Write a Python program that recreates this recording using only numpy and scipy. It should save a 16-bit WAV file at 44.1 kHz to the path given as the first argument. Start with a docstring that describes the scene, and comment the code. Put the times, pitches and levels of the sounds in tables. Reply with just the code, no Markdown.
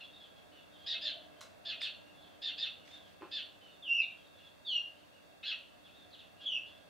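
"""Sparrow on a branch

A sparrow gives rasping chirps, mostly in pairs, and three clear falling whistles. The rasp is the tone
of its syrinx breaking into half and quarter periods. Hard surfaces nearby throw the calls back with a
ring. Other sparrows chirp far off over a faint wash with a low hum and a brief drone; two twig snaps,
a dull knock and a short rustle come in between."""
import sys
import numpy as np
from scipy import signal
from scipy.fft import rfft, irfft, next_fast_len
from scipy.io import wavfile

SR = 44100
rng = np.random.default_rng(int(sys.argv[2]) if len(sys.argv) > 2 else 0)


def digitize_waveform(pressure):
    """Quantize a signal to 16-bit integers and store it at the path in sys.argv[1].

    Rows of a 2-D input are taken as channels; values are limited to [-1, 1].
    """
    field = np.atleast_2d(pressure).T
    bounded = np.clip(field, -1, 1)
    quanta = np.round(bounded * 32767).astype(np.int16)
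    wavfile.write(sys.argv[1], SR, quanta)


N = 303849
TIME = np.arange(N) / SR


def gain_of(db):
    """Decibels to amplitude."""
    return 10 ** (np.asarray(db) / 20)


def unit_rms(x):
    """Scales to rms 1."""
    return x / np.sqrt(np.mean(x ** 2) + 1e-20)


def curve_at(points, hz):
    """Reads a curve on a log-frequency axis."""
    point_hz, value = np.transpose(points)
    return np.interp(np.log(hz + 1), np.log(point_hz + 1), value)


def add(mix, start, sound):
    """Mixes a sound in at a start time in seconds."""
    part = mix[max(round(start * SR), 0):][:len(sound)]
    part += sound[:len(part)]


def equalise(x, eq):
    """Filters by an EQ curve of (frequency [Hz], gain [dB])."""
    size = next_fast_len(x.shape[-1])
    gain = gain_of(curve_at(eq, np.fft.rfftfreq(size, 1 / SR)))
    return irfft(rfft(x, size) * gain, size)[..., :x.shape[-1]]


def wander(size, rate_hz):
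    """Smooth random modulation of rms 1, rolled off above rate_hz."""
    padded = next_fast_len(size)
    hz = np.fft.rfftfreq(padded, 1 / SR)
    spectrum = rfft(rng.standard_normal(padded)) / (1 + (hz / rate_hz) ** 4)
    return unit_rms(irfft(spectrum, padded)[:size])


def stereo_pair(a, b, correlation):
    """Blends two independent noises into partly alike left and right channels."""
    return np.array([a, correlation * a + np.sqrt(1 - correlation ** 2) * b])


# Stereo image of the air: (frequency [Hz], left-right correlation [-1 to 1])
AIR_IMAGE = [(30, -.3), (130, -0.59), (550, -0.26), (3200, -0.048), (6000, 0.28)]
def air(eq):
    """Wide, diffuse noise shaped by an EQ curve."""
    size = next_fast_len(N)
    spectra = rfft(rng.standard_normal((2, size)))
    correlation = curve_at(AIR_IMAGE, np.fft.rfftfreq(size, 1 / SR))
    noise = irfft(stereo_pair(*spectra, correlation), size)[:, :N]
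    return unit_rms(equalise(noise, eq))


# Tone of the low wash and of the hiss: (frequency [Hz], relative level [dB])
WASH_EQ = [(15, -48), (25, -25), (86, -4.5), (140, -10.5), (160, -4), (270, -7), (302, -4), (326, -11),
           (393, -8.5), (482, -8.5), (593, -2.5), (800, -12), (846, -11.5), (1600, -14.5), (2200, -19.5),
           (2860, -62), (4840, -120)]
HISS_EQ = [(1180, -56), (2000, -20), (2480, -15), (2700, -4), (3020, -28), (3320, -10), (3530, -12),
           (3780, -12), (3910, -21.5), (4420, -15.5), (5030, -23), (15700, -31)]
# Fader ride of the wash: (time [s], level [dB])
WASH_FADER = [(0.0, -62.5), (1.38, -60.5), (4.93, -63.5), (6.89, -62)]
# Partials of the hum: (frequency [Hz], average level [dB])
HUM_PARTIALS = [(75, -94.5), (100, -82), (301, -78), (603, -82.5), (657, -75.5), (721, -77), (797, -78),
                (1631, -81)]
def ambience(hiss_db=-68, waver_rad=0.61, waver_hz=5, flutter=0.39):
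    """A low wash and a wavering hum ride one fader, under a thin, steady hiss."""
    fader = gain_of(np.interp(TIME, *np.transpose(WASH_FADER)))
    hum = np.zeros((2, N))
    for hz, db in HUM_PARTIALS:
        phase = 2 * np.pi * (hz * TIME + rng.random((2, 1)) / 2) + waver_rad * wander(N, waver_hz)
        tremolo = 1 + flutter * wander(N, waver_hz)
        hum += gain_of(db) * unit_rms(tremolo * np.sin(phase))
    hiss = gain_of(hiss_db) * air(HISS_EQ)
    return fader * air(WASH_EQ) + unit_rms(fader) * hum + hiss


# Swell and fade of the drone: (time [s], level [dB])
DRONE_FADER = [(.83, -75), (.93, -66), (1.18, -59.5), (1.5, -70.5), (1.75, -65.5), (2.0, -75)]
def drone(pitches_hz=(610, 672), width_hz=22):
    """Two fuzzy low tones from far away, each a narrow band of noise."""
    db = np.interp(TIME, *np.transpose(DRONE_FADER), left=-np.inf, right=-np.inf)
    sides = [sum(wander(N, width_hz) * np.sin(2 * np.pi * hz * TIME) for hz in pitches_hz)
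             for side in "LR"]
    centre = np.mean(sides, axis=0)
    return gain_of(db) * unit_rms(sides + centre)


# Envelope of the rustle: (time [s], level [dB])
RUSTLE_FADER = [(2.85, -69), (2.89, -64), (2.95, -64), (3.0, -72), (3.15, -74)]
# Tone of the rustle: (frequency [Hz], relative level [dB])
RUSTLE_EQ = [(150, -6), (700, -5), (2200, 2.5), (5800, -5), (15000, -31)]
def rustle(flicker_db=3, flicker_hz=70):
    """A soft, uneven brushing: noise with a flickering level."""
    db = np.interp(TIME, *np.transpose(RUSTLE_FADER), left=-np.inf, right=-np.inf)
    db += flicker_db * wander(N, flicker_hz)
    return gain_of(db) * unit_rms(equalise(rng.standard_normal((2, N)), RUSTLE_EQ))


# Reverb time of the surroundings: (frequency [Hz], time to fall 60 dB [s])
REVERB_DECAY = [(1000, 0.24), (2800, 0.36), (4500, 0.34), (15000, 0.2)]
def reverb(x, correlation, predelay_s=0.0025, build_s=0.0015, density=0.1):
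    """Diffuse echo: sparse reflections build up, then die away band by band."""
    t = np.arange(SR) / SR
    taps = rng.choice([-1., 1.], (2, SR)) * (rng.random((2, SR)) < density)
    build_up = 1 - np.exp(-np.maximum(t - predelay_s, 0) / build_s)
    hz, frame_s, bands = signal.stft(stereo_pair(*taps, correlation) * build_up, SR, nperseg=256)
    decay = gain_of(-60 * frame_s / curve_at(REVERB_DECAY, hz)[:, None])
    _, tail = signal.istft(bands * decay, SR, nperseg=256)
    return signal.oaconvolve(x[None], tail / np.linalg.norm(tail[0]), axes=1)[:, :N]


# Twig snaps and the dull knock, two hits to each:
# (time [s], level [dB], decay [s], reverb send [dB], body pitch [Hz], body boost [dB])
SNAP_HITS = [(1.4085, -50.5, 0.0053, -2, 1290, 6), (1.413, -45.5, 0.0036, 0, 1300, 9),
             (1.8172, -32.5, 0.00066, -11, 2140, 22), (1.818, -50, 0.0028, 4.5, 2100, 7)]
KNOCK_HITS = [(3.211, -54, 0.0095, 3, 400, -2), (3.2205, -42.5, 0.0042, 3, 1040, 10)]
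# Tone of the snaps and of the knock: (frequency [Hz], relative level [dB])
SNAP_EQ = [(200, -40), (900, -2), (1600, -4), (5000, 1), (8000, -4), (15000, -22)]
KNOCK_EQ = [(90, -14), (190, -1.5), (390, 10.5), (680, -8), (1080, -2), (2000, -12.5), (3000, -5.5),
            (8000, -48)]
def impacts(hits, eq, lead_s=0.01):
    """Each hit is a noise burst that dies in milliseconds and rings a body pitch, then echoes."""
    t = np.arange(SR // 2) / SR - lead_s
    direct, send = np.zeros((2, N))
    for start, db, decay, send_db, body_hz, boost_db in hits:
        force = (t >= 0) * np.exp(-abs(t) / decay)
        crack = equalise(force * rng.standard_normal(len(t)), eq)
        body = equalise(crack, [(body_hz / 2, 0), (body_hz, boost_db), (body_hz * 2, 0)])
        burst = gain_of(db) * unit_rms(body) * np.sqrt(np.mean(force ** 2))
        add(direct, start - lead_s, burst)
        add(send, start - lead_s, gain_of(send_db) * burst)
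    return direct + reverb(send, correlation=0.87, predelay_s=0.0034, build_s=0.002)


# EQ on the birds' reverb send: (frequency [Hz], gain [dB])
BIRD_SEND_EQ = [(2200, 0), (2700, 5.5), (3050, -3), (3500, -1), (3920, -0.5), (4400, 4.5), (5300, -17.5),
                (5700, 4), (6200, -20), (6900, -3.5)]
def bird_reverb(calls, correlation):
    """The surroundings colour the calls and scatter them back."""
    return reverb(equalise(calls, BIRD_SEND_EQ), correlation)


# Resonances of a sparrow's throat and beak: (frequency [Hz], relative level [dB])
THROAT_EQ = [(600, -22), (1250, -6), (1650, -0.5), (2150, -7.5), (2650, -3), (3500, 2.5), (4950, -2.5),
             (5700, -7.5), (6300, -13.5), (7000, -11.5), (8200, -28), (11000, -41.5)]
def throat(tone):
    """Throat and beak colour the tone, which leaves at rms 1."""
    return unit_rms(equalise(tone, THROAT_EQ))


def phase_of(hz):
    """Running phase of a gliding pitch."""
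    return 2 * np.pi * np.cumsum(hz) / SR


def syrinx(stages, jitter=0.03, jitter_hz=520, slip=0.07, chaos=0.76, chaos_hz=1000):
    """A tone breaks into half and quarter periods along (time [s], pitch [Hz], level [dB], rasp [0-1])."""
    times, *columns = np.transpose(stages)
    t = np.arange(times[0], times[-1], 1 / SR)
    hz, db, rasp = (np.interp(t, times, column) for column in columns)
    size = len(t)
    phase = phase_of(hz * (1 + jitter * (0.5 + rasp) * wander(size, jitter_hz)))
    # The quarter-rate beat keeps step only loosely.
    loose_phase = phase + phase_of(hz * slip * wander(size, jitter_hz))
    # The other side of the syrinx starts high and sinks towards the main tone.
    upper_hz = hz * np.linspace(1.47, 1, size) * (1 + slip / 2 * wander(size, jitter_hz))
    upper_voice = 0.87 * rasp ** 2 * np.cos(phase_of(upper_hz))
    beat = 0.57 * np.cos(phase / 2) + 0.32 * np.cos(loose_phase / 4) + chaos * wander(size, chaos_hz)
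    main_voice = (1 + rasp * beat) * (np.cos(phase) + 0.15 * np.cos(2 * phase))
    return gain_of(db) * throat(main_voice + upper_voice) * signal.windows.tukey(size, 0.12)


# Distant chirps that stand out: (time [s], level before trim [dB], pitch [Hz], length [s])
FAR_CHIRPS = [(0.0444, -46, 3430, 0.02), (0.1386, -55, 3700, 0.057), (0.2135, -49.5, 3390, 0.055),
              (0.3711, -55.5, 3360, 0.033), (0.529, -56.5, 2980, 0.066), (0.7482, -56.5, 3270, 0.03),
              (0.799, -52, 3250, 0.1), (2.152, -57, 3450, 0.14), (2.914, -49, 3620, 0.077),
              (3.622, -54.5, 3050, .08), (4.356, -57.5, 3460, 0.064), (4.4494, -53.5, 3420, 0.048),
              (5.142, -63, 2850, 0.034), (5.854, -55, 3370, 0.025), (5.9983, -58.5, 3600, 0.059),
              (6.419, -44.5, 3300, 0.04), (6.674, -52, 3400, 0.041)]
# Distant downward chips: (time [s], relative level [dB], starting pitch [Hz])
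FAR_CHIPS = [(2.22, -67, 4430), (5.865, -64, 3650), (6.105, -67.5, 4730), (6.129, -57, 4260),
             (6.19, -57, 3944)]
def far_sparrows(trim_db=-6, swell_db=6, rasp=0.58, lead_s=0.013, chip_s=0.03, flock_chirps=36):
    """Short chirps that swell and sag, a few steep chips, and the flock's faint chatter behind."""
    calls = np.zeros(N)
    flock = [(when * N / SR, -64 + 6 * loudness, 2800 * (1 + pitch / 3), 0.06)
             for when, loudness, pitch in rng.random((flock_chirps, 3))]
    for start, db, hz, length in list(FAR_CHIRPS) + flock:
        crest_db = db + trim_db
        stages = [(start - lead_s, hz, crest_db - swell_db, rasp),
                  (start + length / 2, hz, crest_db, rasp / 2),
                  (start + length, 0.9 * hz, crest_db - swell_db, rasp)]
        add(calls, start - lead_s, syrinx(stages))
    for start, db, hz in FAR_CHIPS:
        stages = [(start, hz, db, rasp / 2), (start + chip_s, 0.63 * hz, db, rasp / 2)]
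        add(calls, start, syrinx(stages))
    return calls


# Early reflections off hard surfaces: (delay [s], left gain [linear], right gain [linear])
EARLY_TAPS = [(.0023, -0.12, 0.2), (.0061, -0.0049, 0.24), (0.0099, 0.69, 0.52), (0.0163, .25, .28),
              (0.027, 0.25, 0.21)]
def with_reflections(x):
    """The direct sound and its first bounces, in stereo."""
    stereo = np.array([x, x])
    for delay, left, right in EARLY_TAPS:
        add(stereo[0], delay, left * x)
        add(stereo[1], delay, right * x)
    return stereo


# Resonances of the surroundings, as matching lists: (pitch [Hz]) and (relative gain [dB])
RING_PITCHES = [2117, 2603, 2789, 2950, 3236, 3397, 3455, 3651, 3847, 4114, 4302, 4450, 4950]
RING_GAINS = [14, 17, 2, -8, -10, 1, -6.5, 5.5, -11.5, 11, 11.5, 9.5, 12]
def ringing(x, width_hz=19):
    """Some pitches linger between the surfaces."""
    return sum(gain_of(db) * signal.lfilter(*signal.iirpeak(hz, hz / width_hz, SR), x)
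               for hz, db in zip(RING_PITCHES, RING_GAINS))


def chirp(length, db, end_db, start_hz, top_hz, end_hz, climb, rasp, crest_sag=0.0389, fade_in_s=0.011):
    """One arch of pitch: a quiet, harsh onset, the top, the loud crest, and a drop to a low end."""
    sound = syrinx([(0, start_hz, db - 10.5, 1),
                    (climb * length, top_hz, db - 5.5, 0.74),
                    (0.6 * length, top_hz * (1 - crest_sag), db, rasp),
                    (0.9 * length, end_hz, db + end_db, 0.71),
                    (length, end_hz, db + end_db, 0.71)])
    return sound * np.minimum(np.arange(len(sound)) / SR / fade_in_s, 1)


def whistle(swoop, hold, drop, start_hz, held_hz, end_hz, db, attack, jitter, jitter_hz=260):
    """A nearly pure tone swoops down, holds and drops away; its overtones come only with effort."""
    times = np.cumsum([0, swoop, hold, drop])
    t = np.arange(0, times[-1], 1 / SR)
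    hz = np.interp(t, times, [start_hz, held_hz, held_hz, end_hz])
    attack_db = np.interp(t, [0, attack], [-21, 0])
    release_db = -9 * np.interp(t, times[-2:], [0, 1]) ** 2
    effort = gain_of(attack_db + release_db)
    phase = phase_of(hz * (1 + jitter * wander(len(t), jitter_hz)))
    overtones = gain_of(-20) * np.sin(2 * phase) + gain_of(-22) * np.sin(3 * phase)
    tone = throat(np.sin(phase) + effort * overtones)
    return gain_of(db) * effort * tone * signal.windows.tukey(len(t), 0.06)


# Rasping chirps: (time [s], length [s], pre-fader crest level [dB], end against crest [dB],
# starting pitch [Hz], top pitch [Hz], final pitch [Hz], climb [share of length], crest rasp [0-1])
NEAR_CHIRPS = [(0, 0.02, -45.5, -8, 2970, 2997, 2660, 0.21, 0.57),
               (0.858, 0.11, -34, -10.5, 3225, 3765, 2582, 0.22, 0.47),
               (1.007, 0.11, -35, -7, 3200, 3657, 3050, 0.23, 0.7),
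               (1.646, 0.093, -38, -6.5, 3083, 3522, 2460, .18, 0.61),
               (1.801, 0.079, -34.5, -7.5, 3400, 3625, 2756, 0.26, 0.58),
               (2.413, 0.11, -36, -10, 3275, 3654, 2703, 0.24, 0.42),
               (2.572, .104, -34.5, -8, 3208, 3747, 2663, .3, 0.27),
               (3.307, 0.11, -37, -7, 3205, 3594, 2840, 0.29, 0.58),
               (5.425, .114, -36, -4.5, 2409, 3420, 2583, 0.4, 0.58)]
# Clear whistles; rows that overlap are the two sides of the syrinx:
# (time [s], swoop [s], hold [s], drop [s], starting pitch [Hz], held pitch [Hz], final pitch [Hz],
# pre-fader level [dB], attack [s], jitter [share of pitch])
NEAR_WHISTLES = [(3.821, .055, 0.1, .055, 3625, 2783, 2273, -33.5, 0.088, 0.019),
                 (4.013, .01, 0.022, 0.016, 4400, 3695, 3560, -50.5, 0.0059, 0.041),
                 (4.647, 0.09, 0.0392, 0.01, 3798, 2849, 2730, -33.5, 0.055, .016),
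                 (4.657, 0.039, .012, 0.03, 4660, 4250, 3680, -51, .01, 0.02),
                 (6.452, .076, 0.0264, 0.028, 3480, 2862, 2522, -37, 0.0099, 0.029)]
def near_sparrow(direct_db=-6, ring_db=-4, reverb_db=-4.5):
    """The bird on the branch, with the ring and echo of its surroundings."""
    voice = np.zeros(N)
    for start, *shape in NEAR_CHIRPS:
        add(voice, start, chirp(*shape))
    for start, *shape in NEAR_WHISTLES:
        add(voice, start, whistle(*shape))
    return (gain_of(direct_db) * with_reflections(voice)
            + gain_of(ring_db) * ringing(voice)
            + gain_of(reverb_db) * bird_reverb(voice, correlation=0.85))


def scene(far_direct_db=-2, far_reverb_db=-3):
    """The mix: near bird in front, far birds and small noises behind, ambience underneath."""
    far = far_sparrows()
    birds = near_sparrow() + gain_of(far_direct_db) * far
    birds += gain_of(far_reverb_db) * bird_reverb(far, correlation=0.97)
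    snaps = impacts(SNAP_HITS, SNAP_EQ)
    knock = impacts(KNOCK_HITS, KNOCK_EQ)
    return birds + snaps + knock + rustle() + drone() + ambience()


def record(dry, left_db=1.06, right_db=2.0, cutoff_hz=15750):
    """Master: the right channel sits a little louder, and a steep low-pass trims the top."""
    balanced = dry * gain_of([[left_db], [right_db]])
    low_pass = signal.firwin(801, cutoff_hz, window=("kaiser", 9), fs=SR)
    return signal.oaconvolve(balanced, low_pass[None], "same", axes=1)


dry = scene()
out = record(dry)
digitize_waveform(out)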